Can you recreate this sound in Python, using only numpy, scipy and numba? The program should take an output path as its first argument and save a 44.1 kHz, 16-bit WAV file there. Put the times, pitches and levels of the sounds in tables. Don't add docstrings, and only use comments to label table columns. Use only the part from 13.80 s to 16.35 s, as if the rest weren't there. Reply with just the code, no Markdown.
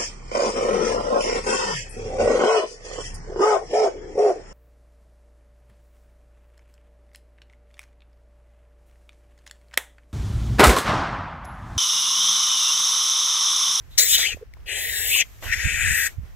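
import sys
import numpy as np
from scipy import signal
from scipy.fft import rfft, irfft
from scipy.io import wavfile
from scipy.ndimage import uniform_filter1d
from numba import njit

SR = 44100
rng = np.random.default_rng(int(sys.argv[2]) if len(sys.argv) > 2 else 0)


def field_ratio(decibels):
    return 10 ** (np.asarray(decibels, dtype=float) / 20)


def persist_wave(psi):
    counts = np.round(np.clip(psi, -1, 1) * 32767).astype(np.int16)
    wavfile.write(sys.argv[1], SR, np.atleast_2d(counts).T)


N = 112455


def unit(x):
    return x / np.sqrt(np.mean(x ** 2))


def curve(table, column=1):
    table = np.array(table)
    return np.interp(np.arange(N) / SR, table[:, 0], table[:, column])


def spectrum(table):
    table = np.array(table)
    hz = np.arange(N // 2 + 1) * SR / N
    return np.interp(np.log(hz + 1), np.log(table[:, 0]), table[:, 1])


def cut(x, hz, kind, order=6):
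    return signal.sosfilt(signal.butter(order, hz, kind, fs=SR, output="sos"), x)


@njit
def svf(x, hz, width):
    y, b, l = np.empty(len(x)), 0., 0.
    for i in range(len(x)):
        g, k = np.tan(np.pi * hz[i] / SR), width / hz[i]
        v = (b + g * (x[i] - l)) / (1 + g * (g + k))
        b, l, y[i] = 2 * v - b, l + 2 * g * v, k * v
    return y


def resonance(hz, width_hz, size=N):
    hz = np.clip(hz * np.ones(size), 20, .42 * SR)
    once = svf(rng.standard_normal(size), hz, 1. * width_hz)
    return svf(once, hz, 1.5 * width_hz)


def band(hz, width_hz):
    return resonance(hz, width_hz) / np.sqrt(width_hz / SR)


def walk(rate_hz):
    k = int(SR / rate_hz)
    steps = np.repeat(rng.standard_normal(1500), k)[:N]
    return unit(uniform_filter1d(uniform_filter1d(steps, k), k))


# start_s, level_db, length_s, left_right_db
GUSTS = [(0, -35.5, 0.012, -4), (0.551, -40, 0.024, -6), (0.759, -48.5, 0.027, -13.5),
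         (1.688, -34.5, 0.028, -28), (1.76, -40.5, 0.058, -25), (1.864, -22.5, 0.017, -34),
         (1.949, -31.5, 0.045, -27), (2.055, -30.5, 0.055, -4.5), (2.114, -29, 0.029, 3.5),
         (2.212, -44.5, 0.098, -16), (2.391, -26.5, 0.012, -18), (2.429, -35, 0.019, -11),
         (2.513, -46, 0.027, 9)]


def wind():
    breeze_db, buffet_db, buffet_hz = -44.5, 2, 14
    t, out = np.arange(N) / SR, []
    for side in (1, -1):
        gust = 0
        for s, db, length, pan_db in GUSTS:
            level_db = db + np.minimum(side * pan_db, 0) + 4
            gust = gust + field_ratio(level_db) * np.exp(-((t - s) / length) ** 2)
        low = unit(cut(band(66.5, 49) + field_ratio(-6.5) * band(34, 25), 111, "low", order=4))
        edge = unit(cut(band(120, 120), 206, "low", order=4))
        low_gain = field_ratio(breeze_db) + gust
        edge_gain = field_ratio(breeze_db - 17) + field_ratio(3.5) * gust ** 1.52
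        out.append(field_ratio(buffet_db * walk(buffet_hz)) * (low_gain * low + edge_gain * edge))
    return np.array(out)


# pitch_hz, level_db (per Hz)
AIR_TONE = [(150, -24), (230, -10), (400, -9), (900, -13.5), (1900, -13), (4000, -24.5), (5570, -23),
            (7500, -32)]
# time_s, level_db
AIR_LEVEL = [(0, -58.5), (.5, -61), (.6, -57.5), (.7, -63.5), (.8, -58), (1.5, -58), (2.32, -54.5),
             (2.4, -63), (2.46, -54), (2.55, -60)]


def air():
    alike = 0.58
    noise = rng.standard_normal((3, N))
    pair = alike * noise[0] + noise[1:]
    toned = irfft(rfft(pair) * field_ratio(spectrum(AIR_TONE)), N)
    return unit(toned) * field_ratio(curve(AIR_LEVEL) + 0.64 * walk(4.8))


# time_s, level_db
BROAD_NOISE_LEVEL = [(.09, -66), (.115, -57), (.18, -57), (.56, -52), (.66, -78), (1.4, -45.5), (1.46, -53),
                     (1.6, -57.5), (1.64, -37), (1.72, -42.5), (2.3, -47), (2.37, -63.5)]
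# pitch_hz, width_hz, level_db
BROAD_NOISE_BANDS = [(2320, 2500, -8), (6730, 3900, -7), (12800, 4500, -5)]


def broad_noise():
    pair = [sum(field_ratio(db) * band(hz, width) for hz, width, db in BROAD_NOISE_BANDS) for _ in range(2)]
    return field_ratio(curve(BROAD_NOISE_LEVEL) + 1.2 * walk(15.0)) * np.array(pair)


def puff():
    start_s, length_s, level_db = .14, 0.026, -54.5
    t = np.arange(N) / SR
    return field_ratio(level_db) * np.exp(-((t - start_s) / length_s) ** 2) * band(3750, 700)


# time_s, breath_db, front_cavity_hz, front_cavity_db, brightness_db, gape_stretch
STRIKE = [(0.18, -17.5, 2220, -4, 4, 1.186), (.25, -22, 1950, -3, 3, 1.164),
          (0.301, -26, 2400, -8, 3.5, 0.92), (.35, -18.5, 3170, 4.5, 3, 1.055),
          (0.374, -26, 3230, -8, 0, 0.92), (0.38, -23, 1920, -13.5, 2.3, 1.03),
          (0.453, -24, 2090, 9.5, -2.5, 0.99), (0.481, -28.5, 3130, 11.5, -3, 0.81),
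          (0.533, -31, 2600, 7, -11, 0.63)]
WARNING = [(0.861, -37, 2100, -9, -4, 1.7), (0.892, -24, 1826, 0.5, -6.5, 0.75),
           (1.05, -27, 1910, 3.5, 3, 1.06), (1.2, -26, 1800, 2.5, 4, 1.13),
           (1.302, -20, 1900, -6.5, 0, 0.92), (1.331, -18.5, 2800, 4.5, -0.5, 0.95),
           (1.391, -15, 2740, -6, -3.5, 0.98), (1.424, -14.5, 2110, 0, -31, 0.57),
           (1.432, -40.5, 2210, 10, -8, 0.74)]
LAST = [(1.626, -42.5, 1920, 0, -8.5, 1.25), (1.711, -29, 1970, 7.5, -8.5, 0.98),
        (1.736, -22.5, 2020, 17, -1, 1.06), (1.748, -28.5, 1860, 2.5, -4.5, 0.93),
        (1.87, -24.5, 1950, 3.5, -5.5, 0.973), (2.0, -23.5, 1900, 2, -8, 0.98),
        (2.071, -22, 1840, 8.5, -2, 1.03), (2.272, -26, 1764, 10.5, 2.5, 0.96),
        (2.293, -46, 1920, 10, -1, 1.1)]
# pitch_hz, width_hz, level_db
MOUTHS = [
    [(1900, 730, -5), (3620, 930, 1.5), (5800, 3800, -6.5), (7550, 5400, -7.5), (12600, 8400, -7),
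     (15800, 3500, -11.5)],
    [(2600, 1140, -9), (3440, 880, -10), (7200, 8100, -14), (8900, 1000, -18), (11600, 5300, -7),
     (15000, 2300, -4.5)],
    [(1580, 305, -2), (2475, 550, -2), (3620, 350, -13), (6000, 3030, -10), (8030, 2000, -6),
     (9450, 3800, -16), (13730, 1300, -6.5)],
]
# time_s, palate_hz, palate_db, fang_whistle_hz, fang_whistle_db
UPPERS = [
    [(.18, 5900, 8.5, 12000, -6.5), (.205, 6300, 1, 12300, -4.5), (.23, 7600, 4.5, 13000, -4),
     (.27, 7000, -14, 12000, -8.5), (.3, 7400, 10, 13200, 9.5), (.37, 7800, -11, 12500, -7.5),
     (.4, 6900, -17, 12000, -9), (.47, 7000, 2, 12000, -12.5), (.53, 6600, -3, 12000, -19)],
    [(.87, 7000, -14, 12300, -17), (.96, 7600, -3.5, 12600, -19), (1.1, 7200, -10.5, 12000, -6),
     (1.2, 7700, -0.5, 12000, -2), (1.27, 7800, -4.5, 12900, 4.5), (1.345, 8600, -2.5, 13600, 3),
     (1.37, 7200, -5.5, 13000, -2), (1.41, 6400, -1.5, 12800, -12), (1.43, 6300, -21, 12500, -32)],
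    [(1.63, 5400, -19, 11000, -28), (1.73, 5800, -2, 11000, -20), (1.82, 6000, -6, 11000, -9),
     (1.85, 7400, -6, 11200, -16), (1.95, 7000, -8.5, 11400, -8.5), (2.07, 7700, -7, 11400, -10),
     (2.17, 6950, -3, 11900, -1), (2.27, 7000, 2.5, 12600, 1), (2.29, 7000, -21, 12600, -11)],
]
# low_cut_hz, side_pocket_null_hz, null_depth (0-1), windpipe_db
THROATS = [
    (1240, 4200, 0.8, 0.5),
    (1595, 5750, 0.8, 2),
    (1396, 4200, 0.06, -3),
]
# pitch_hz, width_hz, level_db
WINDPIPE = [(450, 172, -20.5), (760, 430, -23)]


def hiss(table, mouth, upper, cut_hz, null_hz, depth, pipe_db):
    attack_db_s, release_db_s = 6023, 1082
    front_width_hz, palate_width_hz, fang_width_hz, null_width_hz = 317, 1670, 2800, 350
    pivot_hz, patchy_db, patchy_hz = 2800, 2, 18
    t = np.arange(N) / SR
    first_s, last_s = table[0][0], table[-1][0]
    on = slice(int(SR * round(first_s, 1)) - 4000, int(SR * round(last_s, 1)) + 8000)
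    size = on.stop - on.start

    def patchy(db):
        return field_ratio(db + patchy_db * walk(patchy_hz)[on])

    bright = curve(table, column=4)[on]
    stretch = np.clip(curve(table, column=5)[on], .7, 1.4)
    front_hz, front_db = curve(table, column=2)[on], curve(table, column=3)[on]
    jet = field_ratio(front_db) * resonance(front_hz, front_width_hz, size)
    for k, width in ((1, palate_width_hz), (3, fang_width_hz)):
        hz, db = curve(upper, column=k)[on], curve(upper, column=k + 1)[on]
        jet += patchy(db) * resonance(hz, width, size)
    for k, (hz, width, db) in enumerate(mouth):
        tilt_db = bright * np.log2(hz / pivot_hz)
        moved_hz = hz * stretch ** min(k, 1)
        jet += patchy(db + tilt_db) * resonance(moved_hz, width, size)
    jet = jet - np.clip(depth, 0, 1) * svf(jet, null_hz * stretch, 1. * null_width_hz)

    held_db = 0.95 * np.clip(curve(table)[on] + 26, 0, 20)
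    pipe = 0
    for hz, width, db in WINDPIPE:
        pipe = pipe + patchy(db + 6.5 + pipe_db - held_db) * resonance(hz, width, size)

    attack_db = attack_db_s * np.clip(first_s - t, 0, .1)
    release_db = release_db_s * np.clip(t - last_s, 0, 1)
    flutter_db = 0.5 * walk(46.12)
    out = np.zeros(N)
    out[on] = cut(jet, cut_hz, "high", order=7) + cut(pipe, (300, 751), "band", order=3)
    return 3.22 * out * field_ratio(curve(table) - attack_db - release_db + flutter_db)


# start_s, peak_db, ring_hz, ring_length_s, crack_db
KNOCKS = [(0.201, -30.5, 540, 0.0066, -13), (.235, -40.5, 485, 0.028, -56.5),
          (0.393, -22.5, 634, 0.00069, -25), (0.547, -29, 228, 0.0019, -41), (0.572, -33, 550, 0.0022, -16),
          (0.63, -28.5, 457, 0.0077, -16.5), (0.7381, -37, 2095, 0.0014, 4.5),
          (0.493, -41, 800, 0.0074, -42), (0.616, -36, 450, .006, -43), (0.627, -50, 1500, .001, -8.5),
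          (.773, -46, 890, 0.0014, -6), (.805, -55, 2800, .001, -1), (1.361, -36.5, 1080, 0.0097, -31),
          (0.77, -40.5, 886, 0.0008, -9.5)]


def knocks():
    t, out, grit = np.arange(N) / SR, 0, rng.standard_normal(N)
    for s, db, hz, length, crack_db in KNOCKS:
        ring = np.exp(-((t - s) / (0.7 * length)) ** 2) * np.sin(2 * np.pi * hz * (t - s))
        crack = grit * (t > s) * np.exp(-np.abs(t - s) / 0.0004)
        out = out + field_ratio(db) * (ring + field_ratio(crack_db) * crack)
    return out


def scrape():
    start_s, length_s, level_db = 1.625, .06, -41
    t = np.arange(N) / SR
    shape = (t > start_s) * np.exp(-((t - start_s) / length_s) ** 4)
    return field_ratio(level_db + 1.2 * walk(180)) * shape * band(700, 1600)


# pitch_hz, level_db
SCATTER = [(1200, -18), (2200, -8), (3600, 2), (5200, 0), (7200, 0), (9500, 6), (12000, 1), (15500, 4)]
# time_s, depth (0-1)
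CANCEL = [(.2, 0.78), (.45, 0.48), (.87, .6), (1.05, 0.6), (1.28, 1), (1.32, .97), (1.38, .97), (1.39, 0.5),
          (1.8, 0.4), (2.1, 0.65), (2.3, 0.2)]


def scatter(snake):
    ground_db, ground_t60_s, grass_t60_s = -22, .12, .035
    cancel_hz, cancel_width_hz = 4850, 2600
    t = np.arange(int(.4 * SR)) / SR
    ground = rng.standard_normal((2, len(t))) * 1000. ** (-t / ground_t60_s)
    turn = np.pi / 2 * walk(7)
    grass = rng.standard_normal((2, 2, len(t))) * 1000. ** (-t / grass_t60_s)
    high = irfft(rfft(snake) * field_ratio(spectrum(SCATTER)), N)
    cancelled = svf(high, cancel_hz + 250 * walk(7.1), 1. * cancel_width_hz)
    high = high - np.clip(curve(CANCEL), 0, 1) * cancelled
    out = []
    for near, tail in zip(grass, ground):
        echo = field_ratio(ground_db) * signal.fftconvolve(snake, unit(tail) / np.sqrt(len(t)))[:N]
        for path, part in zip(near, (np.cos(turn), np.sin(turn))):
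            echo = echo + signal.fftconvolve(high * part, unit(path) / np.sqrt(2 * len(t)))[:N]
        out.append(echo)
    return out


# pitch_hz, level_db
LEFT_PORT = [(800, -2), (1500, 1), (2600, 5), (4700, 2.5), (7600, 2), (9800, -4), (12500, -1),
             (15300, -8.5)]
RIGHT_PORT = [(800, -2.5), (1500, -5), (2600, -6.5), (4000, 4.5), (6500, -8.5), (8500, -9), (10200, -4.5),
              (15000, -6)]
# pitch_hz, phase_rad
LEFT_LEAD = [(300, 0), (1550, 0.84), (2580, 0.4), (4550, -3), (7060, -4), (8870, -5.5), (10300, -7),
             (15500, -12.5)]


def ports(snake, ticks):
    left, right = scatter(snake)
    direct = snake + ticks
    lead = np.exp(.5j * spectrum(LEFT_LEAD))
    level = 1 / np.sqrt(1 + field_ratio(spectrum(SCATTER)) ** 2 / 2)
    left = rfft(direct + left) * level * field_ratio(spectrum(LEFT_PORT)) * lead
    right = rfft(direct + right) * level * field_ratio(spectrum(RIGHT_PORT)) / lead
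    return np.array([irfft(left, N), irfft(right, N)])


def scene():
    snake = 0
    for table, mouth, upper, throat in zip((STRIKE, WARNING, LAST), MOUTHS, UPPERS, THROATS):
        snake = snake + hiss(table, mouth, upper, *throat)
    ticks = puff() + knocks() + scrape()
    return ports(snake, ticks) + broad_noise() + wind() + air()


def low_pass(x):
    return signal.sosfilt(signal.butter(12, 16650, fs=SR, output="sos"), x)


def record(dry):
    top_cut = signal.ellip(12, .3, 80, 15750, fs=SR, output="sos")
    mix = signal.sosfilt(top_cut, np.clip(dry, -1, 1))
    return low_pass(mix)


dry = scene()
out = record(dry)
persist_wave(out)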